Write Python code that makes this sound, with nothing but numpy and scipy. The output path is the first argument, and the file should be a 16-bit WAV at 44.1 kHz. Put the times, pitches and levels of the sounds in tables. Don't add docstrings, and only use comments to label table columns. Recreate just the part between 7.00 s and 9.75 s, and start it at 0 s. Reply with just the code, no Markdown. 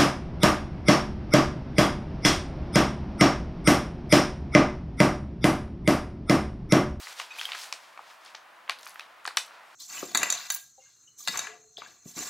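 import sys
import numpy as np
from scipy import signal
from scipy.fft import rfft, irfft
from scipy.io import wavfile
from scipy.ndimage import uniform_filter1d

SR = 44100
rng = np.random.default_rng(int(sys.argv[2]) if len(sys.argv) > 2 else 0)


def undo_db(level):
    steps = np.asarray(level, float) / 20
    return 10 ** steps


def file_out(sig):
    cols = np.atleast_2d(sig).T
    lim = np.clip(cols, -1, 1)
    pcm = np.round(lim * 32767).astype(np.int16)
    wavfile.write(sys.argv[1], SR, pcm)


N = 121275

# start_s, body_peak_db, panel_ring_hz, snap_level_db, crack_level_db (both relative to body)
CREASE_SNAPS = [(.071, -33, 1270, -3, -33), (.199, -26.5, 1086, 0, -2.5), (.216, -34.5, 1240, -2, -2),
                (0.4127, -27, 1490, 1, -1.5), (0.432, -45, 1240, 7, 0), (0.49, -31.5, 1150, -1, -17),
                (0.519, -33, 1410, -8, 1), (.549, -26.5, 1390, -19, -8), (0.7257, -29, 1098, 3.5, 5),
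                (0.9754, -32.5, 1120, -9.5, -18), (.9915, -29.5, 944, -28, -33),
                (1.348, -34, 860, -2.5, -9), (1.678, -41, 1040, 5, -30), (1.6907, -32, 1070, -20, -33),
                (1.6955, -19.5, 1064, 0, -0.5), (1.719, -34, 1540, -3, -6), (1.866, -31.5, 1165, -5, -24),
                (1.957, -33, 1330, -10, -32), (1.995, -31, 1270, 0, -1.5), (2.253, -23.5, 1087, -6.5, -11),
                (2.276, -24, 833, -12, 1), (2.308, -32, 1330, -19, -26), (2.371, -17, 1280, -11, 5.5),
                (2.509, -39.5, 1370, -27, -32), (2.278, -23, 1660, -16, -23), (0.546, -41, 1480, 4.5, -5),
                (.552, -31, 1250, -5, -12), (0.491, -40, 1340, -10, -20), (2.373, -25, 2170, 9, -6),
                (.204, -48, 1140, -4, -8)]
# start_s,
# peak_db, centre_hz
FOLD_TICKS = [(1.707, -26, 4500), (0.263, -46, 9000), (.3795, -37, 10500), (0.388, -37, 10000),
              (0.455, -28, 10300), (0.532, -25, 3100), (.588, -42, 14000), (1.249, -43.5, 8100),
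              (1.261, -38, 4280), (1.351, -29.5, 4570), (1.788, -40, 11000), (1.793, -43, 9700),
              (1.810, -46, 12000), (1.822, -48, 12000), (1.829, -38, 7500), (1.845, -46, 5100),
              (1.848, -45, 11000), (1.857, -38, 10200), (1.872, -31.5, 5230), (1.887, -37, 5100),
              (1.894, -34.5, 9450), (1.906, -42, 7000), (1.944, -39, 12200), (2.245, -42, 8100),
              (2.2629, -26, 7100), (2.360, -44, 3800), (2.3702, -15.5, 8150), (2.464, -40, 11100),
              (2.277, -47, 4400), (2.729, -44, 1500), (.3765, -46, 10500), (.3855, -40, 11500),
              (0.397, -44, 9800), (0.408, -40, 2800), (.433, -28, 4500), (0.444, -30, 3460),
              (.5195, -19, 3060), (.530, -36, 3020), (.588, -35, 3020), (.644, -33, 2570),
              (0.712, -44, 9200), (.726, -21.5, 6660), (1.787, -39, 4170), (1.793, -43, 4300),
              (1.810, -46, 5500), (1.822, -51, 6500), (1.831, -37.5, 4000), (1.832, -45, 10000),
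              (1.848, -39, 5500), (1.853, -46, 11000), (1.8575, -37, 6270), (1.876, -38, 11000),
              (1.883, -44, 9000), (1.917, -48, 4600), (2.007, -35, 3200), (2.008, -34, 2630),
              (2.263, -29.5, 5000), (2.364, -44, 10000), (2.48, -43, 3700), (2.286, -42, 4500)]
# start_s, length_s, level_db, pitch_hz, pitch_rise_share_per_s
FINGER_SQUEAKS = [(0.029, 0.025, -40, 4506, 0), (0.3065, 0.018, -34, 2505, 3), (0.347, 0.01, -43, 2490, 6),
                  (0.385, 0.0049, -29, 2440, 20), (0.394, 0.001, -24, 3140, 3),
                  (0.399, 0.001, -26, 3250, 5), (0.4538, 0.00087, -19, 3220, 0),
                  (0.615, 0.021, -41.5, 4640, -2), (0.383, 0.0075, -41, 1970, 15),
                  (.326, .005, -47, 2500, 0), (0.333, 0.015, -45, 4550, 0.5)]
# start_s, level_db, brightness_db_per_octave
HAND_SLIDE = [(0, -52.5, 2.5), (.125, -50, 0), (0.147, -57.5, 0.5), (0.199, -44, 0), (.27, -61.5, -1),
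              (0.401, -49, 2), (0.638, -49, 0.5), (.7, -56, 0.5), (.97, -71.5, 1), (1.11, -56.5, 0.5),
              (1.18, -78.5, 7.5), (1.27, -57, 0), (1.4, -90, 8), (1.76, -71, -9), (1.87, -61, 1.5),
              (2.15, -75.5, -0.5), (2.55, -62, -6), (2.75, -72, 3)]
# frequency_hz, level_db
PAPER_COLOUR = [(180, -59), (300, -27), (337, -11.5), (713, -3), (1030, -2), (1640, -2), (4590, -5.5),
                (16000, -25.5)]
# frequency_hz, level_db
TOWN_COLOUR = [(15, -69), (25, -42), (335, -14), (416, -16.5), (591, -4.5), (1000, 0), (1790, -4),
               (3000, -12), (6000, -24), (16000, -31.5)]

RING_T60_S, CRACK_T60_S = 0.016, 0.018
BODY_DB, SNAP_DB, CRACK_DB, TREBLE_DB = -4, 2, 1, -8
SNAP_HZ, CRACK_HZ, TREBLE_HZ = 2306, 4400, 9000
FIRST_CRACK = 14
TICK_T60_S = 0.007
GRAINS_PER_S, GRAIN_SPREAD_DB, FLUTTER_DB = 1400, 3.5, 3
BAG_LOW_HZ = 369
PORCH_T60_S, PORCH_TREBLE_T60_S, PORCH_DB, PORCH_SIDE_DB = 0.18, 0.25, -7, -7.5
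WALL_S, WALL_DB = 0.0104, -17.5
SQUEAK_ECHO_DB, TICK_ECHO_DB = -3, 1
HUSH_DB, HUSH_SIDE_DB, HUSH_WIDE_HZ = -53, -7.5, 2500
LEFT_DB, SNAP_SIDE_DB = 0.2, -20
TOP_HZ, EDGE_HZ = 15800, 16450
LEFT_RIGHT = np.array([[1], [-1]])


def colour(x, table, tilt_db=0.):
    f, points = np.fft.rfftfreq(x.shape[-1], 1 / SR) + 1, np.array(table)
    db = np.interp(np.log(f), np.log(points[:, 0]), points[:, 1])
    db = db + tilt_db * np.log2(f / 3000)
    return irfft(rfft(x) * undo_db(db), x.shape[-1])


def unit(x):
    return x / np.sqrt(np.mean(x ** 2))


def peak(x):
    return x / np.abs(x).max(axis=1, keepdims=True)


def fade(t, t60):
    return np.exp(-np.log(1000) * t / t60)


def band(x, hz, width):
    f = np.fft.rfftfreq(x.shape[-1], 1 / SR) + 1
    bell = np.exp(-.5 * (np.log2(f / hz) / width) ** 2)
    return irfft(rfft(x) * bell, x.shape[-1])


def walk(rate):
    k = int(SR / rate)
    smooth = uniform_filter1d(rng.standard_normal(N), k)
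    return unit(uniform_filter1d(smooth, k))


def place(rows, sounds):
    sounds = peak(sounds) * undo_db(rows[:, 1:2])
    power = uniform_filter1d(np.abs(rfft(sounds)) ** 2, size=sounds.shape[1] // 40, axis=1)
    averaged = np.roll(irfft(np.sqrt(power)), 64, axis=1)[:, :256]
    out = np.zeros((2, N + sounds.shape[1]))
    for start_s, direct, to_walls in zip(rows[:, 0], sounds, averaged):
        i = int(start_s * SR)
        out[0, i:i + len(direct)] += direct
        out[1, i:i + len(to_walls)] += to_walls
    return out[:, :N]


def snaps():
    e, t = np.array(CREASE_SNAPS), np.arange(2048) / SR
    start_s, body_db, ring_hz = e[:, 0], e[:, 1], e[:, 2:3]
    noise = rng.laplace(size=(len(e), 2048)) * 1.5
    noise[:, 30] = FIRST_CRACK
    chance = rng.random((len(e), 2, 4))

    spacing = np.c_[np.ones(len(e)), 2 ** (chance[:, 0, 1:] - .2)]
    mode_hz = (ring_hz * spacing)[..., None]
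    share = np.array([1, .5, .5, .5])[:, None]
    modes = share * np.sin(2 * np.pi * (mode_hz * t + chance[:, 1, :, None]))
    modes = modes * fade(t, RING_T60_S * 1000 / mode_hz)
    ring = modes.sum(axis=1) * (1 - fade(t, 0.0021))

    def burst(hz, width):
        return peak(band(noise, hz, width) * fade(t, CRACK_T60_S) * (1 - fade(t, 0.00097)))

    body = peak(peak(ring) + undo_db(BODY_DB) * burst(ring_hz, 0.43))
    snap = burst(SNAP_HZ, 0.35)
    crack = burst(CRACK_HZ, 0.33) + undo_db(TREBLE_DB) * burst(TREBLE_HZ, 0.39)
    x = body + undo_db(SNAP_DB + e[:, 3:4]) * snap + undo_db(CRACK_DB + e[:, 4:5]) * crack
    peak_db = body_db + 20 * np.log10(np.abs(x).max(axis=1))
    return place(np.c_[start_s, peak_db], x)


def ticks():
    e, t = np.array(FOLD_TICKS), np.arange(1024) / SR
    click = band(rng.standard_normal((len(e), 1024)) ** 3, e[:, 2:3], 0.33)
    return place(e, click * fade(t, TICK_T60_S) * (1 - fade(t, .002)))


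def squeaks():
    e, t = np.array(FINGER_SQUEAKS), np.arange(2048) / SR
    length_s, pitch_hz, rise = e[:, 1:2], e[:, 3:4], e[:, 4:5]
    shake = band(rng.standard_normal((len(e), 2048)), 280, 1.0)
    shake = shake / shake.std(axis=1, keepdims=True)
    bend = 1 + rise * (t - length_s / 2) + 0.016 * shake * (pitch_hz / 2500) ** 2.0
    ph = 2 * np.pi * pitch_hz * np.cumsum(bend, axis=1) / SR
    upper = .25 * np.sin(1.5 * ph) + .14 * np.sin(2.4 * ph) + .08 * np.sin(3 * ph)
    tone = np.sin(ph) + .12 * np.sin(ph / 2) + (length_s > .004) * upper
    shape = (1 - fade(t, 0.0012)) * fade(np.maximum(t - length_s, 0), 0.0087)
    shape = shape * undo_db(1.7 * shake[:, ::-1])
    return place(e[:, [0, 2]], tone * shape)


def slide():
    c, t = np.array(HAND_SLIDE), np.arange(N) / SR
    chance = rng.random((2, N))
    height = undo_db(-GRAIN_SPREAD_DB * np.log(chance[1] + .03))
    grains = (chance[0] < GRAINS_PER_S / SR) * height * np.sign(rng.standard_normal(N))
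    rub = unit(colour(grains + 0.27 * rng.standard_normal(N), PAPER_COLOUR))
    tilt = np.clip(np.interp(t, c[:, 0], c[:, 2]), -4, 4)
    out = np.zeros(N)
    for hz in 500 * 2 ** np.arange(6):
        out += band(rub, hz, 0.72) * undo_db(tilt * np.log2(hz / 3000) + FLUTTER_DB * walk(14))
    return out * undo_db(np.interp(t, c[:, 0], c[:, 1]))


def porch(x):
    t = np.arange(int(.35 * SR)) / SR
    n = rng.standard_normal((2, len(t)))
    low = signal.lfilter([.4], [1, -.6], n)
    tail = low * fade(t, PORCH_T60_S) + (n - low) * fade(t, PORCH_TREBLE_T60_S)
    tail = tail * np.clip(t / WALL_S, 0, 1) ** 1.16
    tail = colour(tail, [(500, -10), (750, -1), (4000, 0), (8000, 0), (14000, 1)])
    tail = undo_db(PORCH_DB) * tail / np.sqrt((tail[0] ** 2).sum())
    slap = n[1] * np.exp(-.5 * ((t - WALL_S) / 0.0017) ** 2) / 10
    tail[0] += undo_db(WALL_DB) * slap
    side = colour(tail[1], [(1000, -1.5), (3000, -13.5), (8000, -12)])
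    response = tail[0] + undo_db(PORCH_SIDE_DB) * side * LEFT_RIGHT
    return signal.fftconvolve(x[None], response, axes=1)[:, :N]


def hush():
    mid, side = colour(rng.standard_normal((2, N)), TOWN_COLOUR)
    side = colour(side, [(130, -4), (300, 1), (HUSH_WIDE_HZ, -2), (16000, -10)])
    x = mid + undo_db(HUSH_SIDE_DB) * side * LEFT_RIGHT
    return unit(x) * undo_db(HUSH_DB + 0.13 * walk(22.0))


def scene():
    thin = signal.butter(4, BAG_LOW_HZ, "high", fs=SR, output="sos")
    bag = [*snaps(), *ticks(), squeaks()[0], slide()]
    snap, snap_far, tick, tick_far, squeak, rub = signal.sosfilt(thin, bag)
    sharp, wide = snap + tick, snap + .5 * tick
    slope = np.roll(wide, -1) - np.roll(wide, 1)
    side = undo_db(SNAP_SIDE_DB) * slope * LEFT_RIGHT

    soft_echo = porch(rub + undo_db(SQUEAK_ECHO_DB) * squeak).mean(axis=0)
    bed = squeak + rub + soft_echo + hush()
    bed = signal.sosfilt(signal.ellip(8, .2, 60, TOP_HZ, fs=SR, output="sos"), bed)
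    near = (sharp + bed) * undo_db(LEFT_DB * LEFT_RIGHT)
    return near + side + porch(snap_far) + undo_db(TICK_ECHO_DB) * porch(tick_far)


def band_limit(x):
    return signal.sosfilt(signal.butter(12, 16500, fs=SR, output="sos"), x)


def record(dry):
    top_cut = signal.ellip(10, .2, 70, EDGE_HZ, fs=SR, output="sos")
    mix = signal.sosfilt(top_cut, dry)
    return band_limit(mix)


dry = scene()
out = record(dry)
file_out(out)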